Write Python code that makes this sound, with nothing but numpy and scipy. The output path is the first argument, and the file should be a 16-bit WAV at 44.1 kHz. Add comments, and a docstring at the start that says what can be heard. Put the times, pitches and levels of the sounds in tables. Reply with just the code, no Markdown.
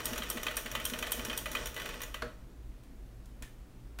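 """The rattle and clack of an old cast-iron sewing machine, stitching about four times a second.
It stands on a wooden table in a small room, close to a single microphone. Each stitch is a bright
snap of the shuttle, knocks and ticks of the loose linkage and a thump in the table. After two seconds
it stops, the presser foot is lifted with a clunk, and a few light clicks follow over the room's low hum."""
import sys
import numpy as np
from scipy import signal
from scipy.fft import rfft, irfft
from scipy.io import wavfile

SR = 44100
rng = np.random.default_rng(int(sys.argv[2]) if len(sys.argv) > 2 else 0)


def master(y):
    """Save y as 16-bit WAV."""
    cut = np.clip(np.atleast_2d(y).T, -1, 1)
    pcm = np.round(cut * 32767)  # scale
    wavfile.write(sys.argv[1], SR, pcm.astype(np.int16))


N = 176400
T = np.arange(N) / SR
ROOM_T60_S, ROOM_BUILD_S = 0.36, 0.0035


def from_db(db):
    """Decibels to gain."""
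    return 10 ** (np.asarray(db) / 20)


def unit_power(x):
    """Scale to an RMS of one."""
    return x / np.sqrt(np.mean(x ** 2) + 1e-20)


def softer(rows, by_db):
    """The same contacts at a lower level."""
    return [(s, db - by_db) for s, db in rows]


def body(x, colour, peaks=(), size=8192):
    """A resonating part: a causal filter of unit power with a broad colour and narrow peaks."""
    hz = np.maximum(np.fft.rfftfreq(size, 1 / SR), 1)
    points, levels = np.transpose(colour)
    db = np.interp(np.log(hz), np.log(points), levels)
    for centre, width, lift in peaks:
        db = db + lift / (1 + (2 * (hz - centre) / width) ** 2)
    cepstrum = irfft(np.log(from_db(db)))
    cepstrum[1:size // 2] *= 2   # fold to minimum phase
    cepstrum[size // 2 + 1:] = 0
    response = irfft(np.exp(rfft(cepstrum)))
    return signal.fftconvolve(x, response / np.linalg.norm(response))[:N]


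def strikes(rows, attack_s, hold_s, t60_s):
    """Each contact (t/s, level/dB) chatters densely for a moment and dies away."""
    power = np.zeros(N)
    for s, db in rows:
        first = int(s * SR)
        age = T[:min(SR // 5, N - first)]
        decay = from_db(db - 60 * np.maximum(age - hold_s, 0) / t60_s)
        power[first:first + len(age)] += (np.minimum(age / attack_s, 1) * decay) ** 2
    return np.sqrt(power) * rng.choice([-1, 1], N)


def room(x, wet_db):
    """The energy of the contacts builds up between the near walls and dies away as a diffuse tail."""
    age = T[:SR // 2]
    decay = (from_db(-60 * age / ROOM_T60_S) * np.minimum(age / ROOM_BUILD_S, 1)) ** 2
    energy = np.maximum(signal.fftconvolve(x ** 2, decay / decay.sum())[:N], 0)
    return x + from_db(wet_db) * np.sqrt(energy) * rng.standard_normal(N)


def dense_ring(x, wet_db, t60_s, length_s):
    """Countless weak modes, of the casting or the room, add the same tail to every contact."""
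    age = T[:int(length_s * SR)]
    tail = rng.standard_normal(len(age)) * from_db(-60 * age / t60_s)
    return x + from_db(wet_db) * signal.fftconvolve(x, tail / np.linalg.norm(tail))[:N]


# rattle of the running bearings: t/s, level/dB
RATTLE_LEVEL = [(0, -46.5), (.22, -49), (.8, -50.5), (1.3, -47.5), (1.44, -53.5), (1.6, -45.5), (1.73, -57),
                (1.82, -49), (1.96, -51.5), (2.1, -58), (2.5, -80)]
# its colour: f/Hz, level/dB
RATTLE_COLOUR = [(70, -5), (240, 8), (760, -3), (1200, 0.5), (3200, -4.5), (6500, -12.5), (16000, -20.5)]
# resonances of the casting and of the small steel parts: f/Hz, width/Hz, lift/dB
IRON_PEAKS = [(238.4, 21.4, 8.5), (477.2, 46, 11), (628.4, 87, 7.5), (868, 39, 10.5), (1167, 150, 5.5),
              (1478, 21, 5), (1812, 56, 5.5), (1953, 98, 6), (2520, 100, 5.5), (2986, 220, 5)]
STEEL_PEAKS = [(5700, 550, 10.5), (6860, 113, 12), (8380, 610, 7.6), (8870, 240, 7.8), (12080, 280, 4.5)]

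def bearings(contacts_per_s=900, spread_db=3):
    """Many tiny contacts rattle through the casting while the wheel turns."""
    sizes = from_db(spread_db * np.minimum(rng.exponential(1, N), 4)) * rng.choice([-1, 1], N)
    grains = unit_power(sizes * (rng.random(N) < contacts_per_s / SR))
    level = from_db(np.interp(T, *np.transpose(RATTLE_LEVEL)))
    return body(room(grains * level, wet_db=-1.5), RATTLE_COLOUR, IRON_PEAKS + STEEL_PEAKS)


def waver(hz, width_hz):
    """A narrow band of noise, heard as a tone whose phase and level wander."""
    f = np.fft.rfftfreq(N, 1 / SR)
    spectrum = rfft(rng.standard_normal(N)) / (1 + (2 * (f - hz) / width_hz) ** 2)
    return unit_power(irfft(spectrum, N))


# colour of the air in the room: f/Hz, level/dB
AIR_COLOUR = [(15, -3.5), (28, 8.5), (45, 4.5), (62, -4.5), (80, -13), (130, -6), (160, -19.5), (240, -7.5),
              (400, -17), (800, -24.5), (5000, -38), (16000, -42)]
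# low rumble: t/s, level/dB
RUMBLE_LEVEL = [(0, -50.5), (1.3, -51), (1.6, -43), (1.85, -59), (2.15, -47), (2.48, -53), (2.62, -46.5),
                (2.8, -53.5), (3.45, -48.5), (3.8, -60.5), (3.97, -47)]
# wavering hum: f/Hz, width/Hz, level/dB
HUM_BANDS = [(119.6, 12, -59.5), (182.3, 6.3, -66.5)]

def room_tone():
    """Hiss, rumble and hum all around the microphone."""
    air = from_db(-51) * body(rng.standard_normal(N), AIR_COLOUR)
    rumble = from_db(np.interp(T, *np.transpose(RUMBLE_LEVEL))) * waver(hz=51.6, width_hz=18)
    hum = sum(from_db(db) * waver(hz, width) for hz, width, db in HUM_BANDS)
    return air + rumble + hum


# blows in the mechanism: t/s, level/dB
LINKAGE_KNOCKS = [(.002, -39), (.132, -39.5), (0.158, -37), (0.176, -40.5), (0.233, -38), (0.511, -39.5),
                  (.574, -37.5), (0.659, -37.5), (0.799, -37.5), (1.068, -35.5), (1.121, -39.5),
                  (1.193, -39), (1.297, -41), (1.776, -41.5), (1.798, -38.5), (1.818, -41), (1.835, -57),
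                  (1.889, -39), (1.94, -44), (2.004, -44)]
LINK_PINGS = [(.066, -34), (.22, -32.5), (.31, -37), (.482, -31), (.661, -35.5), (.861, -37.5),
              (1.037, -37.5), (1.129, -37), (1.298, -31.5), (1.386, -38), (1.567, -35.5)]   # one loose steel link
SHUTTLE_TICKS = [(0.131, -41), (0.179, -35), (0.431, -35.5), (.714, -38), (0.898, -38), (.988, -35.5),
                 (1.249, -34.5), (1.515, -38), (1.53, -43.5), (1.657, -36), (1.669, -37.5), (1.743, -43.5),
                 (2.017, -37), (2.033, -38.5)]   # the shuttle and its carrier
NEEDLE_BAR_CLANKS = [(.371, -37), (.466, -32.5), (0.7506, -31.5), (0.935, -35), (1.025, -33.5),
                     (1.329, -38.5), (1.4575, -35.5), (1.55, -32), (1.763, -38), (1.857, -37.5),
                     (2.142, -37)]   # at the end of its stroke
# colours of the casting, the steel parts and the machine's bed: f/Hz, level/dB
IRON_COLOUR = [(100, -43), (250, -7), (560, -14.5), (760, -11.5), (1150, 1.5), (3200, 0.5), (3700, -2.5),
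               (4400, -5.5), (5000, -17), (8000, -15.5), (16000, -27)]
STEEL_COLOUR = [(1000, -23), (3500, 9.5), (4900, -9), (6300, 5), (7450, 1.5), (8200, -5.5), (9500, 2),
                (11500, 5.5), (14000, 4.5), (15800, 4.5)]
BED_COLOUR = [(130, -23), (330, -8), (620, 5), (800, -18), (2500, -34)]

def linkage():
    """Loose parts knock the casting and tick the steel; the low ring of the bed blooms after each knock."""
    heavy = LINKAGE_KNOCKS + NEEDLE_BAR_CLANKS
    on_iron = heavy + softer(LINK_PINGS, 5.5) + softer(SHUTTLE_TICKS, 4.5)
    on_steel = SHUTTLE_TICKS + softer(heavy, 6)
    knocks = room(strikes(on_iron, attack_s=0.00085, hold_s=0.0032, t60_s=0.039), wet_db=-3)
    ticks = room(strikes(on_steel, attack_s=0.0005, hold_s=0.0021, t60_s=0.033), wet_db=-5)
    bed = room(strikes(softer(on_iron, 13.5), attack_s=0.0087, hold_s=0.0087, t60_s=0.05), wet_db=-3)
    return (body(knocks, IRON_COLOUR, IRON_PEAKS) + body(ticks, STEEL_COLOUR, STEEL_PEAKS)
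            + body(bed, BED_COLOUR, IRON_PEAKS))


# the shuttle snaps over, once a stitch: t/s, level/dB
SHUTTLE_SNAPS = [(0.0552, -27.5), (.3, -28.5), (0.5679, -28), (.852, -27), (1.119, -26), (1.3757, -29)]
# colour of the snap: f/Hz, level/dB
SNAP_COLOUR = [(200, -26), (1200, 2.5), (2200, -7), (3100, 2), (5000, -6.5), (6500, -6.5), (7500, -7),
               (8200, 1), (9500, 0), (10500, 2.5), (14000, 2.5), (15800, -4)]

def shuttle(take_up_s=0.0106):
    """The play in the shuttle closes with a tick; it snaps over, then slides on, steel on steel."""
    take_ups = [(s - take_up_s, db) for s, db in softer(SHUTTLE_SNAPS, 18)]
    snaps = strikes(SHUTTLE_SNAPS + take_ups, attack_s=0.00045, hold_s=0.003, t60_s=0.017)
    snaps = room(snaps, wet_db=-9)
    slides = strikes(softer(SHUTTLE_SNAPS, 16.5), attack_s=0.007, hold_s=0.017, t60_s=0.38)
    return body(snaps, SNAP_COLOUR, STEEL_PEAKS) + body(slides, STEEL_COLOUR, STEEL_PEAKS)


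def rings(blows, modes, rise_s=0.0027, spread_db=3.5, detune=0.0039):
    """Each blow excites the modes of a steel part a little differently."""
    out = np.zeros(N)
    for s, db in blows:
        first = int(s * SR)
        age = T[:min(SR // 4, N - first)]
        for hz, mode_db, t60 in modes:
            peak_db = db + mode_db + spread_db * rng.normal()
            level = from_db(peak_db - 60 * np.maximum(age - rise_s, 0) / t60)
            phase = 2 * np.pi * (hz * rng.normal(1, detune) * age + rng.random())
            out[first:first + len(age)] += np.minimum(age / rise_s, 1) * level * np.sin(phase)
    return out


# modes of the steel parts: f/Hz, level/dB relative to the blow, t60/s
LINK_MODES = [(3168, 2.5, 0.031)]
SHUTTLE_MODES = [(5720, -8, 0.028)]
NEEDLE_BAR_MODES = [(1174, -9, 0.043), (1973, -7.5, 0.14), (2504, -4, 0.048), (2740, -18.5, 0.14)]
LAST_CLANK_MODES = [(2013, -12, 0.18), (2509, -5, .07)]   # rings on freely as the machine stops

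def steel_pings():
    """Short pitched rings of link, shuttle and needle bar reach the microphone with the room's echo."""
    direct = rings(LINK_PINGS, LINK_MODES)
    direct += rings(SHUTTLE_TICKS + softer(SHUTTLE_SNAPS, 3), SHUTTLE_MODES)
    direct += rings(NEEDLE_BAR_CLANKS, NEEDLE_BAR_MODES)
    direct += rings(NEEDLE_BAR_CLANKS[-1:], LAST_CLANK_MODES)
    return dense_ring(direct, wet_db=-10, t60_s=ROOM_T60_S, length_s=0.5)


# thumps in the table, from the drive and from handling: t/s, level/dB
TABLE_THUMPS = [(0.111, -37.5), (0.189, -40.5), (.35, -38), (.645, -43), (.765, -44), (0.911, -35.5),
                (1.007, -40.5), (1.177, -41), (1.276, -37), (3.403, -48)]
# colour of a dull knock on its top: f/Hz, level/dB
WOOD_COLOUR = [(120, -7.5), (240, 4), (380, -4.5), (620, 4), (800, -20), (1200, -36)]

def table_top(hz=239.8, rise_s=0.016, t60_s=0.099):
    """Soft pushes swell and ring out in the low resonance of the wood and its octave."""
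    tones = np.zeros(N)
    for s, db in TABLE_THUMPS:
        age = np.maximum(T - s, 0)
        swell = np.minimum(age / rise_s, 1) * from_db(db - 60 * np.maximum(age - rise_s, 0) / t60_s)
        phase = 2 * np.pi * hz * rng.normal(1, 0.021) * age
        tones += swell * (np.sin(phase) + from_db(-12) * np.sin(2 * phase))
    knocks = strikes(softer(TABLE_THUMPS, 12), rise_s, rise_s, t60_s)
    return tones + body(knocks, WOOD_COLOUR)


# groans of the drive: t/s, length/s, start f/Hz, end f/Hz, level/dB
DRIVE_GROANS = [(.28, 0.081, 620, 402, -58), (.335, 0.031, 377, 322, -43)]

def drive():
    """The drive rubs in short groans that slide down in pitch."""
    out = np.zeros(N)
    for s, length, start_hz, end_hz, db in DRIVE_GROANS:
        along = np.clip((T - s) / length, 0, 1)
        hz = start_hz + (end_hz - start_hz) * along
        out += from_db(db) * np.sin(np.pi * along) * np.sin(2 * np.pi * np.cumsum(hz) / SR)
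    return out


# what the presser foot lever sets ringing: f/Hz, level/dB relative to ring_db, t60/s
CLUNK_MODES = [(245.6, 13, 0.13), (479, 9, 0.19), (622, 5.5, 0.26), (1300, -4, 0.41), (1459, -4, .15),
               (1770, -15, .2), (4380, -14, 0.34)]
# colour of its click: f/Hz, level/dB
LEVER_COLOUR = [(150, -10), (850, -6), (1150, -3), (1600, 0), (2300, -9), (4200, -12), (5200, -19.5),
                (16000, -33)]
# its resonances: f/Hz, width/Hz, lift/dB
LEVER_PEAKS = [(1110, 90, 5), (1460, 120, 4.5)]

def presser_foot(at_s=2.221, ring_db=-43.5, wood_db=-46.5, click_db=-31, rise_cycles=7):
    """The lever clicks, and the ring of the bed and the wooden table builds up behind it."""
    age = np.maximum(T - at_s, 0)
    ring = np.zeros(N)
    for hz, db, t60 in CLUNK_MODES:
        rise = np.minimum(age * hz / rise_cycles, 1) ** 2
        ring += rise * from_db(ring_db + db - 60 * age / t60) * np.sin(2 * np.pi * hz * age)
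    wood = strikes([(at_s, wood_db)], attack_s=0.0088, hold_s=0.028, t60_s=0.32)
    click = room(strikes([(at_s, click_db)], attack_s=0.00035, hold_s=0.0023, t60_s=0.033), wet_db=-5.5)
    return ring + body(wood, WOOD_COLOUR) + body(click, LEVER_COLOUR, LEVER_PEAKS)


# light clicks of handling: t/s, knock level/dB, tick level/dB
HANDLING_CLICKS = [(2.835, -73, -62.5), (3.257, -73, -58.5), (3.423, -49, -45), (3.987, -43, -48.5)]
# colours of the knock and the tick: f/Hz, level/dB
LIGHT_KNOCK_COLOUR = [(250, -13), (650, -7.5), (1800, -1.5), (3100, -2), (15000, -40)]
LIGHT_TICK_COLOUR = [(1000, -21), (2800, -1), (5000, -5), (7000, 0.5), (12000, -3.5), (15500, -7)]
# resonances of the knock: f/Hz, width/Hz, lift/dB
LIGHT_KNOCK_PEAKS = [(1800, 84, 9), (3050, 130, -1)]

def handling():
    """Touches on the standing machine, each a small knock and a bright tick in the quiet room."""
    s, knock_db, tick_db = np.transpose(HANDLING_CLICKS)
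    knocks = room(strikes(zip(s, knock_db), attack_s=0.0008, hold_s=0.0034, t60_s=0.088), wet_db=-3)
    ticks = room(strikes(zip(s, tick_db), attack_s=0.00036, hold_s=0.0026, t60_s=0.016), wet_db=-3)
    return body(knocks, LIGHT_KNOCK_COLOUR, LIGHT_KNOCK_PEAKS) + body(ticks, LIGHT_TICK_COLOUR)


def scene():
    """The machine and its room from beside the table, in mono."""
    contacts = shuttle() + linkage() + bearings() + handling()
    machine = dense_ring(contacts, wet_db=-8, t60_s=0.073, length_s=0.25)   # the whole casting rings
    return (machine + steel_pings() + drive() + table_top() + presser_foot() + room_tone())[None]


def record(dry):
    """The microphone's signal, cut steeply above 15.7 kHz."""
    return signal.sosfilt(signal.ellip(10, .1, 70, 15700, fs=SR, output="sos"), dry)


dry = scene()
out = record(dry)
master(out)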